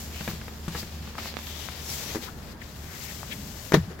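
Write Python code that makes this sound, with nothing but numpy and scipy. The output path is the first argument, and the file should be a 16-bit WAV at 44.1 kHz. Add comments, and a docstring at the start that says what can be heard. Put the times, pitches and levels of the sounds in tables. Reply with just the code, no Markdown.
"""A nylon jacket rustles right at the microphone, over the low hum of a parked bus and distant traffic.
Shoes knock down the hollow steps and pad softly on the pavement, and the hum fades behind.
The sleeve whistles as the arm reaches out, and a hand takes hold of the folding glass door.
Pushed shut at arm's length, the door leaves touch and slam into the frame with a short chatter;
the panels boom and settle."""
import sys
import numpy as np
from scipy import signal
from scipy.fft import rfft, irfft
from scipy.io import wavfile
from scipy.ndimage import uniform_filter1d

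SR = 44100
rng = np.random.default_rng(int(sys.argv[2]) if len(sys.argv) > 2 else 0)


def to_wav(sig):
    """Store sig (one row per channel, or 1-D mono) as 16-bit WAV at the path in sys.argv[1].

    Samples outside -1..1 are clipped; the rate is SR.
    """
    pcm = np.clip(np.atleast_2d(sig), -1, 1) * 32767
    pcm = np.round(pcm).astype(np.int16)
    wavfile.write(sys.argv[1], SR, pcm.T)  # frames by channels


N = 176400
T = np.arange(N) / SR
TOP_HZ = 15900


def amp(db):
    """Decibels to gain."""
    return 10 ** (np.asarray(db) / 20)


def over_hz(points, hz):
    """Read (freq_hz, value) points on a log-frequency axis."""
    freqs, values = np.array(points).T
    return np.interp(np.log(hz + 1e-9), np.log(freqs), values)


def sides(pan_db):
    """Left and right gains with a mean of one; pan_db is left minus right."""
    pan_db = np.atleast_1d(pan_db)
    gains = amp(np.array([pan_db, -pan_db]) / 2)
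    return gains / gains.mean(0)


def wander(rate_hz):
    """Smooth random wandering with a spread of one."""
    hold = max(int(SR / rate_hz), 1)
    held = np.repeat(rng.standard_normal(N // hold + 1), hold)
    smooth = uniform_filter1d(held, hold)[:N]
    return smooth / smooth.std()


def noise(colour, alike_hz, pan=None):
    """Coloured stereo noise, nearly the same on both sides below alike_hz."""
    hz = np.fft.rfftfreq(N, 1 / SR)
    white = rfft(rng.standard_normal((3, N)))
    shared = 0.92 / (1 + (hz / alike_hz) ** 2)
    spectrum = (white[0] * np.sqrt(shared) + white[1:] * np.sqrt(1 - shared)) * amp(over_hz(colour, hz))
    if pan is not None:
        spectrum *= sides(over_hz(pan, hz))
    stereo = irfft(spectrum, N)
    return stereo / stereo.mean(0).std()


def decay(at, t60):
    """Sudden start, exponential decay."""
    return (T >= at) * np.exp(-np.log(1000) * np.clip((T - at) / t60, 0, 10))


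def swell(at, half_s):
    """Bell-shaped rise and fall."""
    return np.exp(-np.minimum(((T - at) / half_s) ** 2 / 2, 20))


def band(x, hz, ratio):
    """Band-pass from hz / ratio to hz * ratio, with a least width and a ceiling at TOP_HZ."""
    ratio = max(ratio, 1.05)
    edges = [hz / ratio, min(hz * ratio, TOP_HZ)]
    return signal.sosfilt(signal.butter(2, edges, "band", fs=SR, output="sos"), x)


# Door and steps, to the left of the microphone: freq_hz, pan_db
BODYWORK_PAN = [(100, 1.5), (400, 2.5), (1200, 1), (2400, 9), (4400, 14), (14000, 5)]


def ring(modes, at, contact_ms=0, rise_s=0.0002, sag_per_s=0):
    """One push rings the modes; a longer contact dulls the high ones, a slack panel sinks in pitch."""
    out, start = np.zeros((2, N)), int(at * SR)
    t = T[:min(SR // 2, N - start)]
    for hz, db, t60 in modes:
        gain = amp(db) / (1 + (hz * contact_ms / 1e3) ** 4)
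        envelope = (1 - np.exp(-t / rise_s)) * np.exp(-np.log(1000) * t / t60)
        tone = np.sin(2 * np.pi * hz * t / (1 + sag_per_s * t))
        out[:, start:start + len(t)] += sides(over_hz(BODYWORK_PAN, hz)) * gain * tone * envelope
    return out


# Jacket movement, right at the microphone: time_s, relative_hiss_db, relative_rub_db
JACKET_MOVES = [(0, -40.5, -51), (0.1, -48.5, -47), (0.16, -45.5, -45), (0.3, -41, -38.5), (0.4, -52, -47),
                (0.62, -52, -49.5), (0.75, -45.5, -40), (0.79, -37.5, -38.5), (0.86, -51, -47),
                (1.16, -53.5, -47), (1.2, -44.5, -38), (1.29, -43.5, -37.5), (1.335, -53, -44.5),
                (1.41, -47.5, -45), (1.64, -45, -40.5), (1.76, -49, -44), (1.92, -36, -41.5),
                (2.15, -44, -37.5), (2.2, -47, -50.5), (2.236, -43, -36.5), (2.33, -55.5, -53),
                (2.525, -54, -47.5), (2.55, -67, -57), (2.595, -66, -55), (2.62, -55, -50),
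                (2.92, -47.5, -49.5), (3.05, -42.5, -45.5), (3.25, -46.5, -46.5), (3.72, -45.5, -48.5),
                (3.8, -54, -50.5), (4.0, -64.5, -55)]
# Nylon hiss as coloured by the microphone (dip near 9 kHz, peak near 13 kHz): freq_hz, density_db
HISS_AT_MIC = [(1000, -9), (3500, -4), (5500, -0.5), (7400, -0.5), (8700, -9), (10500, -8), (12800, -2.5),
               (15800, -5.5)]
# The coarser rub, close up: freq_hz, density_db
RUB_COLOUR = [(400, 0), (900, -0.5), (1400, -7), (1900, 0.5), (3300, 0.5), (5000, -0.5), (9000, -27)]
# Side of the microphone on which the sleeve rubs: time_s, pan_db
SLEEVE_SIDE = [(0, 3), (1.2, 3.5), (1.37, 3), (1.64, 11.5), (1.88, 5), (2.24, 9.5), (2.9, 8), (3.3, 10.5)]


def jacket():
    """Nylon slides over itself in tiny catches: a fine hiss, a coarser rub and the sleeve's whistle."""
    times, hiss_db, rub_db = np.array(JACKET_MOVES).T
    grain = amp(0.8 * wander(45) + 0.5 * wander(780))
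    hiss = noise(HISS_AT_MIC, alike_hz=1640) * amp(np.interp(T, times, hiss_db) - 0.5)
    rub = noise(RUB_COLOUR, alike_hz=1550) * amp(np.interp(T, times, rub_db) - 4)
    catches = amp(1.14 * wander(140))
    pan_db = np.interp(T, *np.array(SLEEVE_SIDE).T)
    return (hiss + rub * catches + sleeve_whistle()) * grain * sides(pan_db)


# Hum of the bus, from the stairwell and from outside the door: pitch_hz, inside_db, outside_db
HUM_TONES = [(74.9, -41.5, -49.5), (224.4, -49, -58.5)]


def bus_hum(leaves_bus_s=1.5, crossing_s=0.81):
    """A wavering hum that drops as the microphone leaves the bus."""
    outside = (1 + np.tanh((T - leaves_bus_s) / crossing_s)) / 2
    hum = 0
    for hz, inside_db, outside_db in HUM_TONES:
        phase = 2 * np.pi * np.cumsum(hz + 0.99 * wander(8.44)) / SR
        level_db = inside_db + (outside_db - inside_db) * outside + 1.55 * wander(8)
        hum += np.sqrt(2) * np.sin(phase) * amp(level_db)
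    return hum * sides(0.51)


# Colour of the traffic, far off: freq_hz, density_db
TRAFFIC_COLOUR = [(25, -8), (48, -2.5), (70, 2), (100, -2), (160, -2.5), (260, -10), (650, -15.5),
                  (1000, -18.5), (1800, -20), (3000, -43), (15000, -37)]


def traffic():
    """Distant traffic arrives as a low, slightly unsteady rumble."""
    level_db = -43.5 + 0.8 * wander(5)
    return noise(TRAFFIC_COLOUR, alike_hz=770) * amp(level_db) * sides(0.31)


# Sleeve and hand brushing, close on the left: middle_s, half_length_s, level_db, centre_hz
SLEEVE_SCRAPES = [(0.184, 0.038, -49, 2700), (0.298, 0.014, -47, 14400), (0.305, 0.005, -46, 4550),
                  (0.798, 0.015, -43.5, 4670), (1.297, 0.013, -47, 4480), (1.462, 0.033, -54, 13000),
                  (1.58, 0.13, -49.5, 3400), (2.286, 0.0096, -44.5, 1195), (2.619, 0.0068, -45.5, 1890),
                  (2.944, 0.064, -51.5, 1840), (3.094, 0.021, -47.5, 1970), (3.322, 0.0093, -40, 3400),
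                  (3.325, 0.01, -39, 2050)]


def scrapes(half_width_hz=440):
    """Sleeve and hand slide in brief swells of narrow friction noise."""
    out = 0
    for at, half_s, db, hz in SLEEVE_SCRAPES:
        friction = band(rng.standard_normal((2, N)), hz, ratio=1 + half_width_hz / hz)
        out += friction / friction.mean(0).std() * amp(db) * swell(at, half_s)
    return out * sides(9.7)


# Shoes on the steps, below the microphone: start_s, thud_db, heel_db, scuff_db, scuff_t60_s
STAIR_FOOTFALLS = [(0.208, -28, -38, -33.5, 0.043), (0.2771, -27, -23.5, -30, 0.046),
                   (0.286, -22, -50, -39, 0.14), (0.335, -28, -52, -53, .08),
                   (0.414, -33.5, -34.5, -40, 0.034), (0.48, -45, -35, -38.5, 0.039),
                   (0.680, -21.5, -43, -34, 0.081), (0.749, -39, -23, -32, 0.043),
                   (0.755, -31, -34, -34.5, 0.061), (0.83, -28.5, -37, -39.5, .04),
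                   (1.075, -41, -43, -40, 0.027), (1.153, -40, -42, -36.5, 0.022),
                   (1.182, -48, -28.5, -33, 0.1)]
# Modes of the hollow stairwell and of the tread under the heel: pitch_hz, gain_db, t60_s
STAIRWELL_MODES = [(78.4, -13, 0.35), (118, -14, 0.14), (166, -5, 0.18), (194, -9, 0.11), (334, -12, 0.066),
                   (562, -18, 0.047)]
TREAD_MODES = [(465, -6.5, 0.044), (860, -9.5, .04), (1174, -15, 0.028), (1650, 0.5, 0.018),
               (1850, -12, 0.039), (2240, -27, 0.032)]
# Colour of a sole on the tread: freq_hz, density_db
SCUFF_COLOUR = [(150, -0.5), (450, -7), (880, -5), (1200, -1), (1850, -5.5), (2500, -10.5), (4000, -15),
                (9000, -33)]


def stair_steps():
    """Each footfall thuds in the stairwell while the heel clacks and the sole scuffs on the tread."""
    thuds = heels = scuff_power = 0
    for at, thud_db, heel_db, scuff_db, scuff_t60 in STAIR_FOOTFALLS:
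        thuds += amp(thud_db) * ring(STAIRWELL_MODES, at)
        heels += amp(heel_db) * ring(TREAD_MODES, at, rise_s=0.001)
        scuff_power += (amp(scuff_db) * decay(at, scuff_t60)) ** 2
    sole = noise(SCUFF_COLOUR, alike_hz=1960) * amp(3.5 * wander(900))
    return thuds + heels + np.sqrt(scuff_power) * sole * sides(5.7)


# Grit, handling and the door's edges, close by: start_s, peak_db, centre_hz, band_ratio, pan_db
DRY_CLICKS = [(0.2785, -26.5, 2300, 1.12, 6), (0.684, -27, 5500, 1.9, 15), (1.2573, -25.5, 1020, 1.7, 1),
              (1.3405, -25, 1010, 4.3, -32), (1.3688, -15.5, 775, 4.8, -20), (1.39, -22.5, 1180, 4.3, -15),
              (1.47, -27, 3260, 1.31, -24), (1.687, -21.5, 1250, 2, 9), (2.157, -28, 7500, 2.4, 6),
              (3.231, -24.5, 1010, 1.49, 8), (3.332, -26, 8500, 1.6, 6), (3.722, -12, 1120, 1.85, 11),
              (3.7269, -19, 1620, 1.4, 15), (3.7406, -11.5, 3750, 1.11, 20),
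              (3.7471, -12.5, 1090, 1.25, 15)]


def clicks():
    """Small hard contacts each give one dry click with a faint noisy tail."""
    out = 0
    for at, db, hz, ratio, pan_db in DRY_CLICKS:
        tail = 0.079 * decay(at, t60=0.089) * rng.standard_normal(N)
        click = band(decay(at, t60=0.001) + tail, hz, ratio)
        out += click / abs(click).max() * amp(db) * sides(pan_db)
    return out


# Shoes on the pavement, below the microphone: middle_s, half_length_s, level_db
PAVEMENT_FOOTFALLS = [(1.01, 0.032, -43), (2.369, 0.025, -44.5), (3.405, 0.1, -40.5)]


def pavement_steps():
    """Soft, dull footfalls on the pavement, each a swell of low noise."""
    rumble = band(rng.standard_normal(N), hz=149, ratio=1.41)
    envelope = sum(amp(db) * swell(at, half_s) for at, half_s, db in PAVEMENT_FOOTFALLS)
    return rumble / rumble.std() * envelope


# Resonance of the sleeve as the arm reaches past the microphone: time_s, pitch_hz, level_db
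WHISTLE_PATH = [(1.25, 6800, -65), (1.62, 6000, -52), (1.781, 5620, -61), (1.9, 5600, -40.5),
                (1.979, 6030, -61), (2.07, 5660, -44), (2.154, 6600, -48), (2.19, 6600, -75)]


def sleeve_whistle(width_hz=900, upper_ratio=1.9, upper_db=-6):
    """The sleeve's ribbed weave sings in two blurred resonances that glide as the arm moves."""
    times, hz, db = np.array(WHISTLE_PATH).T
    phase = 2 * np.pi * np.cumsum(np.interp(T, times, hz)) / SR
    out = 0
    for ratio, gain in ((1, 1), (upper_ratio, amp(upper_db))):
        for wave in (np.cos, np.sin):
            blur = np.array([wander(width_hz * ratio) for _ in range(2)])
            out += gain * blur * wave(ratio * phase)
    return out * amp(np.interp(T, times, db, left=-np.inf))


# Grip, first touch, slam and rebound, at arm's length: start_s, push_db, contact_ms, rattle_db
DOOR_BLOWS = [(2.1482, -43, 0.12, -29), (2.157, -24.5, 2.2, -29.5), (2.166, -24, 2.4, -34),
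              (3.7208, -22.5, 1.4, -25), (3.7354, -22, 3, -26), (3.7411, -10, 1.21, -15.5),
              (3.7434, -23, 0.15, -14.5), (3.759, -29, 0.73, -43), (3.991, -46, 0.22, -40)]
# Modes of the door's frame and glass: pitch_hz, gain_db, t60_s
DOOR_MODES = [(246, -12.5, 0.18), (324, -2.5, 0.081), (399, 0, 0.043), (481, -11, 0.086), (636, -3, 0.059),
              (763, -9.5, 0.067), (1120, -31, 0.041), (1807, 4, 0.059), (1915, -6, 0.052),
              (4000, -13, 0.026)]
# Glass rattle as coloured by the microphone (dip near 9 kHz, peak near 13 kHz): freq_hz, density_db
RATTLE_AT_MIC = [(200, -12), (380, 15), (520, 6.5), (700, 2.5), (1200, 1), (1900, 3.5), (2800, -9),
                 (3800, -11.5), (5000, -8), (6600, -9), (9000, -23.5), (13000, -16), (16000, -23)]
# Panels flexing as the door seats: start_s, level_db, start_pitch_hz, t60_s
PANEL_FLEXES = [(3.7333, -11, 167.4, 0.19), (3.7682, -8, 182, 0.11), (3.794, -19.5, 90, 0.17),
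                (3.829, -19, 102, 0.079), (3.876, -23.5, 185, 0.092)]


def door(rattle_tail_db=-10.5, shiver_db=-44.5, shiver_s=3.914, shiver_width_s=0.018):
    """Blows ring the frame and rattle the glass; the panels boom as the door seats, then it shivers."""
    frame = chatter_power = boom = 0
    for at, push_db, contact_ms, rattle_db in DOOR_BLOWS:
        frame += amp(push_db) * ring(DOOR_MODES, at, contact_ms)
        chatter = decay(at, t60=0.024) + amp(rattle_tail_db) * decay(at, t60=0.15)
        chatter_power += (amp(rattle_db) * chatter) ** 2
    for at, db, hz, t60 in PANEL_FLEXES:
        boom += ring([(hz, db, t60)], at, rise_s=0.0065, sag_per_s=1.93)
    shiver = amp(shiver_db) / (1 + ((T - shiver_s) / shiver_width_s) ** 2)
    rattle = noise(RATTLE_AT_MIC, alike_hz=875, pan=BODYWORK_PAN)
    return frame + (np.sqrt(chatter_power) + shiver) * rattle + boom


def scene():
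    """The bus doorway from a hand-held stereo microphone."""
    nearby = jacket() + stair_steps() + clicks() + scrapes() + pavement_steps() + door()
    return nearby + bus_hum() + traffic()


def record(dry):
    """The recorder thins the deepest bass, rounds the loudest peaks and cuts the top."""
    low_cut = signal.butter(2, 24, "high", fs=SR, output="sos")
    high_cut = signal.ellip(12, 0.2, 80, TOP_HZ, fs=SR, output="sos")
    rounded = np.tanh(signal.sosfilt(low_cut, dry))
    return signal.sosfilt(high_cut, rounded)


dry = scene()
out = record(dry)
to_wav(out)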